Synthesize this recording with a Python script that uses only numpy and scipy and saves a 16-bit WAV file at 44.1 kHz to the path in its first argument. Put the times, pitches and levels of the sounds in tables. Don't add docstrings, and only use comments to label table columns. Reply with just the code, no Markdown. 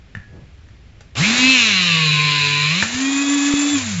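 import sys
import numpy as np
from scipy import signal
from scipy.fft import rfft, irfft
from scipy.io import wavfile
from scipy.ndimage import uniform_filter1d

SR = 44100
rng = np.random.default_rng(int(sys.argv[2]) if len(sys.argv) > 2 else 0)


def wav_record(signal):
    frames = np.transpose(np.atleast_2d(signal))
    bounded = np.clip(frames, -1, 1)
    quanta = np.round(bounded * 32767).astype(np.int16)
    wavfile.write(sys.argv[1], SR, quanta)


N = 176400
TIME = np.arange(N) / SR
MOTOR_ON_S, DRONE_HZ = 1.15, 99.95


def from_db(db):
    return 10 ** (np.asarray(db) / 20)

def unit_rms(x):
    return x / np.sqrt(np.mean(np.abs(x) ** 2) + 1e-20)

def curve(rows):
    return np.interp(TIME, *np.transpose(rows))

def eq_gain(colour, hz):
    freqs, db = np.transpose(colour)
    return from_db(np.interp(np.log(hz + 1e-9), np.log(freqs), db))

def noise(colour):
    gain = eq_gain(colour, np.arange(N // 2 + 1) * SR / N)
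    return unit_rms(irfft(rfft(rng.standard_normal(N)) * gain, N))

def drift(rate_hz):
    pole = np.exp(-2 * np.pi * rate_hz * 20 / SR)
    slow = signal.lfilter([1], [1, -2 * pole, pole * pole], rng.standard_normal(N // 20 + 2002))[2000:]
    return np.interp(np.arange(N) / 20, np.arange(len(slow)), unit_rms(slow))

def tone(angle, rough, rate_hz):
    flutter = unit_rms(1 + rough * (drift(rate_hz) + 1j * drift(rate_hz)))
    return np.sqrt(2) * np.real(flutter * np.exp(1j * (angle + 2 * np.pi * rng.random())))

def ring(click, hz, t60_s):
    r, w = np.exp(-np.log(1000) / (t60_s * SR)), 2 * np.pi * hz / SR
    return signal.lfilter([0, np.sin(w)], [1, -2 * r * np.cos(w), r * r], click + 1e-18)

def struck(modes):
    click = signal.unit_impulse(SR)
    return sum((-1) ** k * from_db(db) * ring(click, hz, t60) for k, (hz, db, t60) in enumerate(modes))

def burst(t60_s):
    return rng.standard_normal(SR) * np.exp(-np.log(1000) * TIME[:SR] / t60_s)

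def in_room(dry, wet_db):
    tail = burst(t60_s=0.35) * (TIME[:SR] > 0.005)
    return dry + from_db(wet_db) * signal.fftconvolve(dry, tail / np.linalg.norm(tail))[:N]


# freq_hz, relative_db
ROOM_EQ = [(25,-17),(70,-5),(130,-15),(250,-25.5),(900,-38.5),(2400,-35),(7500,-49.5)]

def room_tone():
    duck = np.clip((TIME - MOTOR_ON_S) / 0.5, 0, 1)
    return from_db(-44 - 13.5 * duck) * noise(ROOM_EQ)

# pitch_hz, relative_db, t60_s
STEEL_MODES = [(1360,-10.5,0.014),(1510,-7.5,0.0098),(1676,-22,0.6),(1778,6,0.019),(2890,-9.5,0.013),(3570,-20.5,0.036)]
# pitch_hz, relative_db, t60_s
TABLE_MODES = [(95,1,0.06),(204,-5,0.058)]

def impact(start_s, ring_db, crack_db, thump_db):
    crack = signal.lfilter(*signal.butter(1, 4000, fs=SR), burst(t60_s=0.058))
    body = from_db(ring_db) * struck(STEEL_MODES) + from_db(thump_db) * struck(TABLE_MODES)
    return np.pad(body + from_db(crack_db) * crack, (int(start_s * SR), N))[:N]

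# start_s, ring_db, crack_db, thump_db
KNOCKS = [(0.151,-24,-39,-27.5),(0.17,-36,-43,-23),(0.687,-49,-48,-60),(0.707,-58,-53,-41),(1.007,-50,-33.5,-40.5),(1.153,-40,-23.5,-50.5),(2.944,-30,-20,-24.5)]

def knocks():
    return sum(impact(*row) for row in KNOCKS)

# time_s, level_db
SHUFFLE_LEVEL = [(.27,-56),(.35,-39.5),(.44,-45.5),(.5,-62)]
# freq_hz, relative_db
SHUFFLE_EQ = [(30,-21.5),(110,7.5),(500,-8),(4000,-45)]

def shuffle():
    return from_db(curve(SHUFFLE_LEVEL)) * noise(SHUFFLE_EQ)

# time_s, level_db
HUM_LEVEL = [(1.16,-34),(1.21,-13.5),(1.25,-20.5),(1.32,-20),(1.365,-29),(1.45,-14),(1.61,-28.5),(2.0,-21.5),(2.25,-20),(2.36,-27.5),(2.6,-25.5),(2.73,-21.5),(2.9,-35),(3.01,-19),(3.4,-17),(3.7,-19.5),(3.765,-17.5),(3.81,-30.5),(3.93,-25),(4,-20)]
# time_s, level_db
DRONE_LEVEL = [(1.5,-41),(2.8,-45.5),(3.66,-75),(3.74,-34.5)]
# freq_hz, relative_db
RUMBLE_EQ = [(40,-35.5),(150,10.5),(270,20),(600,-14)]

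def motor_hum(angle):
    hum = from_db(curve(HUM_LEVEL)) * tone(angle, rough=0.11, rate_hz=15)
    drone = from_db(curve(DRONE_LEVEL)) * tone(2 * np.pi * DRONE_HZ * TIME, rough=0.7, rate_hz=6.6)
    return hum + drone + from_db(-48) * noise(RUMBLE_EQ)

# freq_hz, relative_db
SCRATCH_EQ = [(40,-9.5),(200,4.5),(450,-4.5),(2000,1.5),(7500,-5)]

def start_up(angle):
    attack = np.clip((TIME - MOTOR_ON_S) / 0.038, 0, 1)
    release = 0.5 * (1 - np.tanh((TIME - 1.48) / 0.116))
    scratch = from_db(-19.5) * attack * release * noise(SCRATCH_EQ)
    flare = 1 / (1 + ((TIME - 1.246) / 0.019) ** 2)
    return scratch + from_db(-15.5) * flare * tone(12 * angle, rough=1, rate_hz=130)

def singing(resonances, speed, angle):
    sound = 0
    for harmonic, centre_hz, width_hz, db in resonances:
        detune = 2 * (harmonic * speed - centre_hz) / width_hz
        sound += from_db(db) / (1 + detune ** 2) * tone(harmonic * angle, rough=0.25, rate_hz=8)
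    return sound

# time_s, gain_db
PUMP_EFFORT = [(1.15,-25.5),(1.19,-31),(1.25,-20.5),(1.35,-21),(1.45,-15),(1.57,-14),(1.8,-17.5),(2.73,-19.5),(2.81,-21),(2.87,-31),(3.2,-40)]
# time_s, power_share
RASP_BLEND = [(1.46,0.08),(1.8,0.22),(2.7,0.28)]
# freq_hz, relative_db
HOUSING_EQ = [(290,-11),(480,-12),(600,-16),(870,-23),(1050,-8.5),(1300,-14.5),(1650,-5.5),(2050,-3.5),(2450,4.5),(2850,3.5),(3200,-5),(4120,3.5),(4400,-9),(7500,-15)]
# harmonic, centre_hz, width_hz, relative_db
PUMP_RESONANCES = [(16,4170,150,-5),(9,2300,220,-4)]

def pump(speed, angle):
    stack, power = 0, 0
    for harmonic in range(2, 36):
        gain = eq_gain(HOUSING_EQ, harmonic * speed) * from_db(2.5 * drift(3.4))
        stack += gain * tone(harmonic * angle, rough=0.28, rate_hz=14.7)
        power += gain ** 2
    strokes = unit_rms(np.exp(0.42 * np.cos(angle)))
    rasp = strokes * signal.lfilter(*signal.butter(2, 1310, "high", fs=SR), noise(HOUSING_EQ))
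    share = curve(RASP_BLEND)
    whine = from_db(1.2) * (np.sqrt((1 - share) / power) * stack + np.sqrt(share) * rasp)
    throb = unit_rms(1 + 0.26 * np.cos(2 * np.pi * DRONE_HZ * TIME))
    return from_db(curve(PUMP_EFFORT)) * throb * (whine + singing(PUMP_RESONANCES, speed, angle))

# time_s, gain_db
GEAR_LEVEL = [(1.7,-46),(1.95,-33),(2.2,-28),(2.66,-33),(2.75,-54),(2.98,-35),(3.7,-47)]

def gear(angle):
    return from_db(curve(GEAR_LEVEL)) * tone(7 * angle, rough=0.2, rate_hz=14)

# freq_hz, relative_db
HISS_EQ = [(800,-18.5),(1600,0.5),(2400,4),(3060,-0.5),(3600,3),(5450,-2.5),(7300,7),(9000,-61.5)]
# freq_hz, relative_db
RUSH_EQ = [(150,-19.5),(450,0),(1300,2.5),(3000,-26.5)]
# harmonic, centre_hz, width_hz, relative_db
FAN_RESONANCES = [(4,1120,140,-40),(6,1690,74,-35.5),(9,2500,170,-29),(12,3430,380,-34),(13,3660,220,-36)]

def fan(speed, angle):
    octaves = np.log2(speed / 292)
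    hiss = noise(HISS_EQ) * from_db(-26 + 6 * octaves + 1.7 * drift(40))
    rush = noise(RUSH_EQ) * from_db(-35 + 14 * octaves)
    whistle = tone(25.35 * angle, rough=1.2, rate_hz=26) * from_db(-30 + 60 * octaves)
    return hiss + rush + whistle + singing(FAN_RESONANCES, speed, angle)

# time_s, speed_hz
SHAFT_SPEED = [(1.15,74.4),(1.255,207),(1.36,248),(1.48,261.5),(1.54,262),(1.6,238),(1.69,210),(1.76,187.4),(1.9,168.3),(2.11,150.5),(2.25,149),(2.46,144.5),(2.6,146),(2.7,152),(2.76,174),(2.83,212),(2.9,236),(3.01,266),(3.12,276.4),(3.3,283),(3.5,284),(3.74,289.6),(4,159)]

def motor():
    speed = uniform_filter1d(curve(SHAFT_SPEED), size=1100) * (1 + 0.0021 * drift(11.4))
    angle = 2 * np.pi * np.cumsum(speed) / SR
    fade_in = np.clip((TIME - MOTOR_ON_S) / 0.022, 0, 1)
    low_end = fade_in * motor_hum(angle)
    whirr = fade_in * (pump(speed, angle) + gear(angle) + fan(speed, angle) + start_up(angle))
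    return low_end + from_db(0.23) * in_room(whirr, wet_db=-9.5)

def bar_snap():
    return impact(start_s=2.8255, ring_db=-10, crack_db=-8, thump_db=-23.5)

def pop():
    click = signal.unit_impulse(N, int(3.539 * SR))
    return from_db(-4) * ring(click, hz=280, t60_s=0.012)

def scene():
    hits = knocks() + bar_snap()
    return (motor() + in_room(hits, wet_db=-6.5) + pop() + room_tone() + shuffle())[None]

def record(dry):
    low_pass = signal.firwin(601, 7660, fs=SR, window="blackman")
    return signal.fftconvolve(np.tanh(dry), low_pass[None], mode="same")


dry = scene()
out = record(dry)
wav_record(out)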